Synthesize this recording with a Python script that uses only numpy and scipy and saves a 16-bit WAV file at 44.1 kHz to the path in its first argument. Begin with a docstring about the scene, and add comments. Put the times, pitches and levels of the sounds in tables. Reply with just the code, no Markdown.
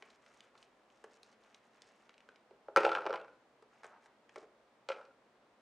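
"""A handful of ice cubes clatters into a plastic jug, and later a single one follows.
Each cube rings the plastic, knocks and cracks; then cubes clink, slide and tap as they come to rest.
Before and between, gloved hands work the frozen cubes out of a silicone tray on a wooden table:
gloves rub in tiny slips, ice ticks in short noise bursts, and the tray knocks, drags and squeaks.
A small room adds its echo and quiet air; a faint hiss differs in the two channels."""
import sys
import numpy as np
from scipy import signal
from scipy.fft import rfft, irfft, next_fast_len
from scipy.io import wavfile

SR = 44100
rng = np.random.default_rng(int(sys.argv[2]) if len(sys.argv) > 2 else 0)


def materialize(psi):
    """Save the field psi as 16-bit PCM at rate SR to the path in sys.argv[1].

    A 1-D psi becomes a single channel; in a 2-D psi each row is a channel.
    """
    bounded = np.clip(np.atleast_2d(psi).T, -1, 1)
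    quanta = np.round(bounded * 32767).astype(np.int16)
    wavfile.write(sys.argv[1], SR, quanta)


N = 247391
TIME = np.arange(N) / SR
AGE = TIME[:SR // 5]   # time since a contact
# Levels in the tables are set before the sources are mixed. Colour tables hold relative levels.


def from_db(db):
    """Decibels to gain."""
    return 10 ** (np.asarray(db) / 20)


def rms_one(x):
    """Scale to rms 1."""
    return x / np.sqrt(np.mean(x ** 2) + 1e-20)


def at_hz(points, hz):
    """Read a table on a log-frequency axis."""
    freqs, values = np.transpose(points)
    return np.interp(np.log(np.maximum(hz, 1)), np.log(freqs), values)


def colour(x, spectrum):
    """Causal (minimum-phase) filter with the given spectrum."""
    size = 2 * next_fast_len(len(x))
    log_gain = np.log(from_db(at_hz(spectrum, np.fft.rfftfreq(size, 1 / SR))))
    cepstrum = irfft(log_gain)
    # folding the cepstrum forward puts the response as early as it can be
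    cepstrum[1:size // 2] *= 2
    cepstrum[size // 2 + 1:] = 0
    return irfft(rfft(x, size) * np.exp(rfft(cepstrum)))[:len(x)]


def butter(x, hz, kind, order=2):
    """Butterworth filter."""
    sos = signal.butter(order, np.clip(hz, 10, .45 * SR), kind, fs=SR, output="sos")
    return signal.sosfilt(sos, x + 1e-18)


def add(track, s, sound):
    """Mix a sound into a track at time s."""
    start = max(round(s * SR), 0)
    track[start:start + len(sound)] += sound[:N - start]


def at_level(sound, db):
    """Give a short sound the energy of 10 ms at this level."""
    return from_db(db) * sound * np.sqrt(SR / 100 / np.sum(sound ** 2))


def burst(t60):
    """Many close modes dying together: 0.1 s of decaying noise."""
    age = AGE[:SR // 10]
    return rng.standard_normal(len(age)) * from_db(-60 * age / max(t60, 1e-3))


def antinode(mode_hz, favoured_hz, octaves):
    """How squarely a blow meets each mode, 0-1."""
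    return np.exp(-(np.log2(mode_hz / favoured_hz) / octaves) ** 2)


def ring(modes, drive_db, scatter_db, detune, rise_cycles):
    """One blow: each mode swells within about a cycle, with its own strength, sign and slight shift."""
    hz, db, t60 = np.transpose(modes)
    strength = from_db(db + drive_db + scatter_db * rng.standard_normal(len(hz)))
    gain = strength * rng.choice([-1, 1], len(hz))
    cycles = np.outer(hz * (1 + detune * rng.standard_normal(len(hz))), AGE)
    swell = 1 - np.exp(-cycles / rise_cycles)
    fade = np.exp(-np.log(1000) * np.outer(1 / t60, AGE))
    return gain @ (np.sin(2 * np.pi * cycles) * swell * fade)


def friction(pressure, spectrum, slips_per_s, size_db, hiss):
    """Rubbing: tiny slips of uneven size, scattered separately in six octave bands, over a smooth hiss."""
    slips = np.zeros(N)
    for hz in np.geomspace(500, 7500, 6):
        at = np.flatnonzero(rng.random(N) < slips_per_s / SR)
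        sizes = from_db(size_db * np.minimum(rng.exponential(1, len(at)), 4))
        clicks = np.zeros(N)
        clicks[at] = sizes * rng.choice([-1, 1], len(at))
        slips += butter(clicks, [hz / np.sqrt(2), hz * np.sqrt(2)], "band")
    rough = rms_one(slips) + hiss * rng.standard_normal(N)
    return pressure * rms_one(colour(rough, spectrum))


def strokes(rows):
    """Pressure of the hand: each stroke (start_s, length_s, level_db) swells, holds and lets go."""
    attack_s, release_s = 0.036, 0.017
    pressure = np.zeros(N)
    for s, length, db in rows:
        corners = [s - attack_s, s, s + length, s + length + release_s]
        pressure += from_db(db) * np.interp(TIME, corners, [0, 1, 1, 0])
    return pressure


# Steady hiss: pitch_hz, level_db (per Hz, relative)
HISS_COLOUR = [(20, -43.5), (60, -18.5), (120, -13), (600, 1), (1100, 0), (2000, -3), (4000, -10.5),
               (7000, -18), (9500, -21), (11000, -39.5), (16000, -44)]


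def hiss():
    """Smooth filtered noise, separate in each channel."""
    level_db = -76
    noises = rng.standard_normal((2, N))
    return from_db(level_db) * np.array([rms_one(colour(noise, HISS_COLOUR)) for noise in noises])


# Quiet air in the room: pitch_hz, level_db (per Hz, relative)
AIR_COLOUR = [(20, -40.5), (58, -6.5), (82, -23), (125, -4), (160, -10.5), (220, 1.5), (300, -2),
              (520, 1.5), (750, -0.5), (1100, -4), (2000, -12.5), (8000, -33.5), (16000, -47.5)]


def air():
    """Soft filtered noise, the same in both channels."""
    level_db = -70
    return from_db(level_db) * rms_one(colour(rng.standard_normal(N), AIR_COLOUR))


# How long the room's echo takes to fall by 60 dB: pitch_hz, t60_s
ROOM_FADE = [(150, 0.56), (500, 0.46), (1500, 0.41), (4000, 0.2), (8000, 0.086), (14000, 0.07)]


def room_response(build_s):
    """Diffuse reflections that build up quickly and die sooner in the treble; energy 1."""
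    age = TIME[:SR * 3 // 4]
    white = rfft(rng.standard_normal(len(age)))
    hz = np.fft.rfftfreq(len(age), 1 / SR)
    centres, t60s = np.transpose(ROOM_FADE)
    tail = np.zeros(len(age))
    for share, t60 in zip(np.eye(len(centres)), t60s):
        band = irfft(white * at_hz(np.c_[centres, share], hz), len(age))
        tail += band * from_db(-60 * age / t60)
    tail *= 1 - np.exp(-(age / build_s) ** 2)
    return tail / np.sqrt(np.sum(tail ** 2))


# The tray dragging over the table: start_s, length_s, level_db
DRAG_STROKES = [(3.925, 0.043, -64), (4.07, 0.028, -72.5)]
# Sound colour of the drag: pitch_hz, level_db
DRAG_TONE = [(200, -32), (500, -9), (1000, 6), (1500, 0), (2200, -9), (16000, -57)]


def drag():
    """The tray scrapes over the table in many small slips and a good share of hiss."""
    return friction(strokes(DRAG_STROKES), DRAG_TONE, slips_per_s=390, size_db=-0.5, hiss=0.65)


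# Path of the squeak as the tray drags: time_s, pitch_hz, level_db
SQUEAK_PATH = [(3.901, 543, -85), (3.911, 578, -62.5), (3.926, 607, -70), (3.934, 851, -64),
               (3.944, 940, -65), (3.968, 786, -71), (3.986, 680, -86)]


def squeak():
    """The dragged tray sticks and slips fast enough to sing: a gliding tone with weaker overtones."""
    overtone_db = -12   # each overtone below the one before
    waver_share = 0.016   # unsteadiness as a share of the pitch
    s, hz, db = np.transpose(SQUEAK_PATH)
    waver = 1 + waver_share * rms_one(butter(rng.standard_normal(N), 250, "low"))
    phase = 2 * np.pi * np.cumsum(np.interp(TIME, s, hz) * waver) / SR
    tone = sum(from_db(overtone_db * k) * np.sin((k + 1) * phase) for k in range(3))
    return rms_one(tone) * np.interp(TIME, s, from_db(db), left=0, right=0)


# Glove strokes over ice and silicone: start_s, length_s, level_db, ice_share (0-1)
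GLOVE_STROKES = [(0, 0.16, -68, 0.3), (0.235, 0.04, -69.5, 0.66), (0.308, 0.089, -68.5, 0.6),
                 (0.419, 0.058, -72, 0.2), (0.588, 0.058, -68.5, 0.5), (0.913, 0.2, -76, 1),
                 (1.134, 0.032, -65.5, 0.8), (1.245, 0.09, -71, 0.8), (1.43, 0.15, -73.5, 0.2),
                 (1.643, 0.021, -75.5, 0.1), (1.743, 0.038, -71.5, 0.3), (1.824, 0.069, -67, 0.9),
                 (1.897, 0.17, -73.5, 0.55), (3.724, 0.082, -71.5, 0.1), (3.841, 0.072, -68.5, 0.1),
                 (4.038, 0.024, -66, 0.3), (4.343, 0.098, -68.5, 0.6)]
# Sound colour of gloves on silicone: pitch_hz, level_db
SILICONE_COLOUR = [(150, -38), (450, -2), (1200, 12.5), (2500, 6.5), (4500, -8), (6500, -3.5),
                   (9000, -10.5), (10500, -13.5), (16000, -20)]
# Sound colour of gloves on frosty ice: pitch_hz, level_db
ICE_COLOUR = [(300, -18), (1500, 0), (3000, 7), (5500, 9), (9000, 1), (10500, -22), (16000, -39)]


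def share_db(share):
    """Power share to decibels, never below 1 percent."""
    return 10 * np.log10(np.clip(share, .01, 1))


def gloves():
    """Gloves rub dully on the silicone and crackle finely on frosty ice."""
    prise_start_s, prise_end_s = 0.18, 2.35   # the fingers prise cubes loose
    resting_db = -80   # gloves shifting on the tray throughout the prising
    resting = strokes([(prise_start_s, prise_end_s - prise_start_s, resting_db)])
    on_silicone = strokes([(s, length, db + share_db(1 - ice)) for s, length, db, ice in GLOVE_STROKES])
    on_ice = strokes([(s, length, db + share_db(ice)) for s, length, db, ice in GLOVE_STROKES])
    rub = friction(on_silicone + resting, SILICONE_COLOUR, slips_per_s=1200, size_db=6.0, hiss=0.26)
    frost = friction(on_ice, ICE_COLOUR, slips_per_s=380, size_db=4.5, hiss=.2)
    return from_db(-3.0) * rub + from_db(-8.5) * frost


# Ringing modes of the loaded tray on the table top: pitch_hz, level_db, t60_s
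TRAY_MODES = [(298, -0.5, 0.028), (368, 3, 0.03), (425, 14.5, 0.05), (496, 4.5, 0.034), (593.8, 9.5, 0.063),
              (736, -3, 0.034), (790, -9, 0.06), (980, -5, 0.04), (1140, -14, 0.09)]


def tray_thud(drive_db):
    """A blow on the loaded tray makes its modes ring briefly."""
    return ring(TRAY_MODES, drive_db, scatter_db=1.5, detune=.015, rise_cycles=1)


# Ice cracking and unsticking from its cells: start_s, level_db, centre_hz, t60_s
ICE_TICKS = [(0.0241, -51, 2300, 0.012), (0.1024, -63, 4130, 0.042), (0.263, -62.5, 2700, 0.028),
             (0.344, -70.5, 8500, 0.013), (0.406, -56, 3500, 0.01), (0.553, -59, 1400, 0.029),
             (0.577, -64.5, 4260, 0.046), (0.6273, -59.5, 3540, 0.016), (.902, -68.5, 3000, 0.013),
             (1.2313, -56.5, 4200, 0.0078), (1.327, -67, 3150, .04), (1.437, -70, 3500, 0.013),
             (1.545, -57, 3900, 0.018), (1.8198, -56, 4900, 0.012), (2.0938, -57, 2020, 0.0092),
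             (2.105, -66.5, 2000, 0.018), (2.141, -64.5, 2800, 0.017), (2.1797, -61.5, 2930, 0.0084),
             (2.205, -62.5, 2630, 0.015), (2.2889, -53, 1470, 0.017), (2.359, -64, 3250, 0.017),
             (3.866, -66, 7500, 0.012), (4.293, -58, 1840, 0.023), (4.382, -63, 4500, 0.032)]


def ticks(body_db=-6, thud_db=-18):
    """Small fractures: a broad snap peaking at its own pitch, which nudges the tray and sheds splinters."""
    fall_db_per_octave = 13   # above a tick's centre
    splinter_db, splinter_spread_s = -18.5, 0.025   # level relative to the snap
    out = np.zeros(N)
    for s, db, centre_hz, t60 in ICE_TICKS:
        top_db = -fall_db_per_octave * np.log2(SR / 2 / centre_hz)
        spectrum = [(centre_hz / 20, 2 * body_db - 20.0), (centre_hz / 2, body_db),
                    (centre_hz, 0), (SR / 2, top_db)]
        add(out, s, at_level(colour(burst(t60), spectrum), db))
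        add(out, s, tray_thud(db + thud_db))
        for delay, size in rng.uniform(0, 1, (3, 2)):
            splinter = colour(burst(t60=.004), spectrum)
            splinter_s = s + splinter_spread_s * (2 * delay - .25)   # a few come just before the snap
            add(out, splinter_s, at_level(splinter, db + splinter_db - 6 * size))
    return from_db(-3.5) * butter(out, 9000, "low", order=4)


# The tray knocking on the table: start_s, thud_db, favoured_mode_hz, slap_db, slap_cutoff_hz
TRAY_KNOCKS = [(0.025, -65, 420, -64, 2000), (1.0407, -57.5, 420, -54.5, 4970),
               (3.624, -64.5, 384, -64.5, 4500), (3.833, -69, 720, -54.5, 3020),
               (3.843, -58, 605, -51, 3980), (3.855, -62.5, 600, -57, 2490), (4.059, -71, 722, -62.5, 4200),
               (4.359, -50.5, 597, -48, 2340), (4.376, -51, 560, -64, 3500), (4.428, -59, 423, -64, 1204),
               (4.434, -63, 720, -66, 1200)]
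# Sound colour of the slap: pitch_hz, level_db
SLAP_COLOUR = [(100, -31), (300, -7), (700, 9.5), (1300, 8.5), (2100, 3.5), (2700, -3.5), (5000, -8),
               (8500, -7.5), (12000, -23), (16000, -57)]


def tray(favour_db=5, favour_octaves=.2):
    """Soft silicone damps the blow: a dull thud of the table and a brief slap."""
    thuds, slaps = np.zeros(N), np.zeros(N)
    mode_hz = np.array(TRAY_MODES)[:, 0]
    for s, thud_db, favoured_hz, slap_db, bright_hz in TRAY_KNOCKS:
        spot_db = favour_db * antinode(mode_hz, favoured_hz, favour_octaves)
        add(thuds, s, tray_thud(thud_db + spot_db))
        slap = butter(colour(burst(t60=0.03), SLAP_COLOUR), bright_hz, "low", order=1)
        add(slaps, s, at_level(slap, slap_db))
    return from_db(-5.5) * thuds + slaps


# Cubes sliding in the jug after a drop: start_s, level_db, fade_db_per_s
CUBE_SLIDES = [(2.765, -54, 62.5), (3.123, -77, 110), (4.891, -61.5, 139)]
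# Sound colour of the sliding: pitch_hz, level_db
SLIDE_COLOUR = [(300, -22.5), (1500, 5), (3000, 6.5), (5000, 1.5), (7500, -7.5), (9000, -8.5), (11000, -20),
                (16000, -24)]


def grinding():
    """After a drop the cubes slide over each other in a fine crackle that dies away as they settle."""
    motion = np.zeros(N)
    for s, db, fade in CUBE_SLIDES:
        motion += (TIME > s) * from_db(db - fade * np.maximum(TIME - s, 0))
    return friction(motion, SLIDE_COLOUR, slips_per_s=900, size_db=3.5, hiss=.2)


# Cubes striking each other in the jug: start_s, level_db, pitch_hz
CUBE_CLINKS = [(2.7618, -46, 5000), (2.7715, -59, 9870), (2.807, -59.5, 5280), (2.851, -59.5, 5330),
               (3.199, -69, 2620), (3.214, -67, 2680)]


def clinks(overtone_db=-6, snap_db=-4):
    """Cube against cube: a tiny snap and three short, inharmonic modes of the ice."""
    out = np.zeros(N)
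    for s, db, hz in CUBE_CLINKS:
        modes = [(hz, 0, .016), (hz * 1.21, overtone_db, .014), (hz * 1.56, 2 * overtone_db, .012)]
        add(out, s, at_level(ring(modes, 0, scatter_db=2, detune=.015, rise_cycles=1), db))
        snap = butter(burst(t60=.012), [hz * .4, hz * 1.5], "band")
        add(out, s, at_level(snap, db + snap_db))
    return out


# Ringing modes of the table under the jug: pitch_hz, level_db, t60_s
TABLE_MODES = [(47.8, -28.5, 0.027), (135, -22, 0.038), (197, -26.5, 0.06)]


def table_thump(drive_db):
    """A blow in the jug shakes the table beneath it."""
    return ring(TABLE_MODES, drive_db, scatter_db=1.2, detune=.02, rise_cycles=.3)


def landing():
    """The weight of the whole handful rocks the table once: a deep thump."""
    out = np.zeros(N)
    add(out, 2.763, table_thump(-17.5))
    return butter(out, 60.3, "low")


# Dense upper modes of ice on plastic: pitch_hz, level_db
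CRACK_COLOUR = [(150, -54.5), (600, -27), (1500, 3.5), (2400, 12.5), (3000, 4), (3500, -2), (4900, 0),
                (5700, -1), (6700, -7), (8500, -6), (10500, -19), (13000, -19), (16000, -25.5)]


def crack(pitch_hz, db, peak_db=4, fall_db=-22):
    """Hard contact with a short icy after-ring, lifted at the cube's own pitch and falling above it."""
    snap = colour(burst(t60=0.009) + from_db(-9) * burst(t60=0.045), CRACK_COLOUR)
    cube = [(pitch_hz * .7, 0), (pitch_hz, peak_db), (pitch_hz * 1.3, -3), (pitch_hz * 4, fall_db)]
    return at_level(colour(snap, cube), db)


WALL_HZ = 863   # brightness pivots about this pitch


def octaves_from_pivot(hz):
    """Distance from the pivot pitch, at most one octave either way."""
    return np.clip(np.log2(hz / WALL_HZ), -1, 1)


# The unpitched knock of the wall under a cube: pitch_hz, level_db
CLACK_COLOUR = [(150, -42.5), (400, 2.5), (1450, 1), (1800, -16), (2500, -14), (16000, -67)]


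def clack(db, bright_db):
    """The wall buckles for a moment under the cube: a brief, unpitched knock, tilted like the blow."""
    hz, level_db = np.transpose(CLACK_COLOUR)
    spectrum = np.c_[hz, level_db + bright_db * octaves_from_pivot(hz)]
    return at_level(colour(burst(t60=.022), spectrum), db - 10)


# Cubes rocking to rest in fading taps: start_s, length_s, first_tap_db
SETTLING_CUBES = [(3.006, .04, -48), (3.194, 0.039, -61.5), (4.931, .11, -61)]


def settling_taps():
    """Loosely spaced, fading taps of uneven strength, each on its own spot; rows as in CUBE_HITS."""
    gap_s, fade_db_per_s = 0.018, 48
    bright_db_per_octave, crack_db = -1.5, -12   # the crack is relative to the tap
    taps = []
    for start, length, db in SETTLING_CUBES:
        for k, (jitter, size, spot) in enumerate(rng.uniform(-0.924, 1, (16, 3))):
            age = (k + 0.21 * jitter) * gap_s
            tap_db = db - fade_db_per_s * age + 2.3 * size
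            bright_db = bright_db_per_octave + 4 * spot
            if age < length:
                taps.append((start + age, tap_db, bright_db, WALL_HZ * 2 ** spot, WALL_HZ / 2 ** spot,
                             tap_db + crack_db))
    return taps


# Cubes hitting the jug. A hit on the bottom is dull, one on the wall bright; each spot favours two
# modes, or one twice over:
# start_s, level_db, brightness_db_per_octave, favoured_mode_hz, next_mode_hz, crack_db
CUBE_HITS = [ (2.509, -61, -11.5, 388, 730, -74), (2.684, -47.5, -11.5, 610, 846, -72),
             (2.7615, -22.5, -0.5, 1560, 1330, -36), (2.7706, -21, -3, 519, 343, -29),
             (2.785, -44, -6.5, 400, 902, -53), (2.796, -40.5, -3, 432, 597, -55),
             (2.8058, -42, -12, 783, 430, -45.5), (2.8335, -37, -9, 1330, 1017, -42.5),
             (2.845, -33, -9, 439, 495, -45), (2.8504, -29.5, 3.5, 782, 1345, -33.5),
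             (2.864, -31, -6.5, 846, 603, -44), (2.8785, -36.5, -8.5, 795, 784, -54),
             (2.892, -37, -6, 1330, 780, -41.5), (2.9171, -34.5, -1.5, 1365, 1383, -42.5),
             (2.931, -44.5, 3, 1400, 780, -48), (2.9509, -35, 2, 1559, 1017, -38),
             (2.9613, -39.5, -3.5, 1270, 760, -48), (2.972, -38, 1.5, 785, 1360, -58),
             (2.982, -39.5, 4, 603, 1320, -56), (3.055, -40.5, -2.5, 432, 396, -58),
             (3.064, -36, -5.5, 890, 499, -43), (3.070, -37, -2, 417, 1017, -58),
             (3.095, -43.5, -6, 544, 1017, -57), (3.106, -38.5, -1, 495, 423, -51.5),
             (3.128, -39.5, 0, 561, 1160, -49), (3.1384, -41, 6, 1017, 545, -46.5),
             (3.1439, -40.5, -6, 1160, 1014, -55), (3.158, -50, -8.5, 445, 1300, -47.5),
             (3.2458, -62, 8, 1410, 1170, -65.5), (3.281, -65, 5, 1457, 1310, -69),
             (4.888, -44, 5.5, 545, 545, -42), (4.901, -40.5, 6.5, 545, 545, -47.5),
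             (4.918, -46, 4.5, 1327, 550, -45), (4.961, -58, -3, 495, 846, -66),
             (4.982, -57.5, -4, 1422, 606, -77), (4.993, -61.5, 1.5, 1300, 902, -76.5),
             (5.012, -61, 5, 1450, 2240, -69), (5.027, -60, -2, 1459, 1017, -76),
             (5.052, -73.5, -10, 545, 498, -68), (5.108, -70, 5, 1395, 1339, -93)]
# Ringing modes of the jug with ice in it: pitch_hz, level_db
JUG_MODES = [(343, -7), (400, -7), (432, -5.5), (495, -0.5), (545, 3), (603, -3), (644, -3), (722, -11.5),
             (780, -2.5), (846, 0.5), (902, -2), (1017, 0), (1164, -2.5), (1300, 2.5), (1345, 3.5),
             (1422, 0.5), (1459, -0.5), (1559, -4), (1662, -9), (1987, -17.5), (2280, -17), (2536, -13),
             (2750, -14.5), (3100, -12.5)]
# Plastic loses its higher modes sooner: pitch_hz, t60_s
JUG_FADE = [(350, .075), (550, .07), (1000, .055), (1400, .04), (3000, .028)]


def jug(favour_db=10.5, next_favour_db=6, favour_octaves=0.059, forced=0.65, thump_db=-1, thump_low_hz=120):
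    """Each cube rings the plastic, thumps the table, cracks, and then jostles its neighbours."""
    body, thumps, cracks = np.zeros(N), np.zeros(N), np.zeros(N)
    mode_hz = np.array(JUG_MODES)[:, 0]
    modes = np.c_[JUG_MODES, at_hz(JUG_FADE, mode_hz)]
    contact = 1 + forced * np.exp(-AGE / 0.0025)   # the wall moves most while the cube still presses on it
    octaves = octaves_from_pivot(mode_hz)
    upper = at_hz([(1550, 0.032), (2100, 0.98)], mode_hz)   # the highest modes follow the crack
    crack_hz, crack_spread_octaves = 3540, 0.17   # each cube cracks at its own pitch
    rebound_db = -22
    for s, db, bright_db, favoured_hz, next_hz, crack_db in CUBE_HITS + settling_taps():
        pitch_hz = crack_hz * 2 ** (crack_spread_octaves * rng.standard_normal())
        drive_db = (1 - upper) * (db + bright_db * octaves) + upper * crack_db
        spot_db = favour_db * antinode(mode_hz, favoured_hz, favour_octaves)
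        spot_db += next_favour_db * antinode(mode_hz, next_hz, favour_octaves)
        wall = ring(modes, drive_db + spot_db, scatter_db=1.2, detune=.006, rise_cycles=.45)
        add(body, s, contact * wall)
        add(body, s, clack(db, bright_db))
        add(thumps, s, table_thump(db + thump_db))
        add(cracks, s, crack(pitch_hz, crack_db))
        # two weaker jostles follow, typically about 20 ms later
        for delay, size_db, shift in rng.normal(0, 1, size=(2, 3)):
            later = s + .02 * np.exp(.5 * delay)
            jostle_db = drive_db + rebound_db + size_db
            jostle = ring(modes, jostle_db, scatter_db=3, detune=.02, rise_cycles=.5)
            add(body, later, contact * jostle)
            jostle_crack_db = crack_db + rebound_db + 2 * size_db
            add(cracks, later, crack(pitch_hz * 2 ** (0.5 * shift), jostle_crack_db))
    body = butter(body, 295, "high", order=5)   # thin plastic radiates little bass
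    thumps = butter(thumps, thump_low_hz, "high")   # one cube is too light to rock the table
    return from_db(-6.0) * body + from_db(2.0) * thumps + from_db(-2.5) * cracks


def scene():
    """All sources stand in the middle of a small room; only the hiss is wide."""
    clatter = jug() + landing() + clinks() + grinding()
    handling = tray() + ticks() + gloves() + drag() + squeak()
    sent = from_db(-12.0) * clatter + from_db(-11.5) * handling
    room = signal.fftconvolve(sent, room_response(build_s=0.0022))[:N]
    return clatter + handling + room + air() + hiss()


def record(dry):
    """The top is cut steeply above 16.3 kHz."""
    return signal.sosfilt(signal.ellip(10, .1, 80, 16300, fs=SR, output="sos"), dry)


dry = scene()
out = record(dry)
materialize(out)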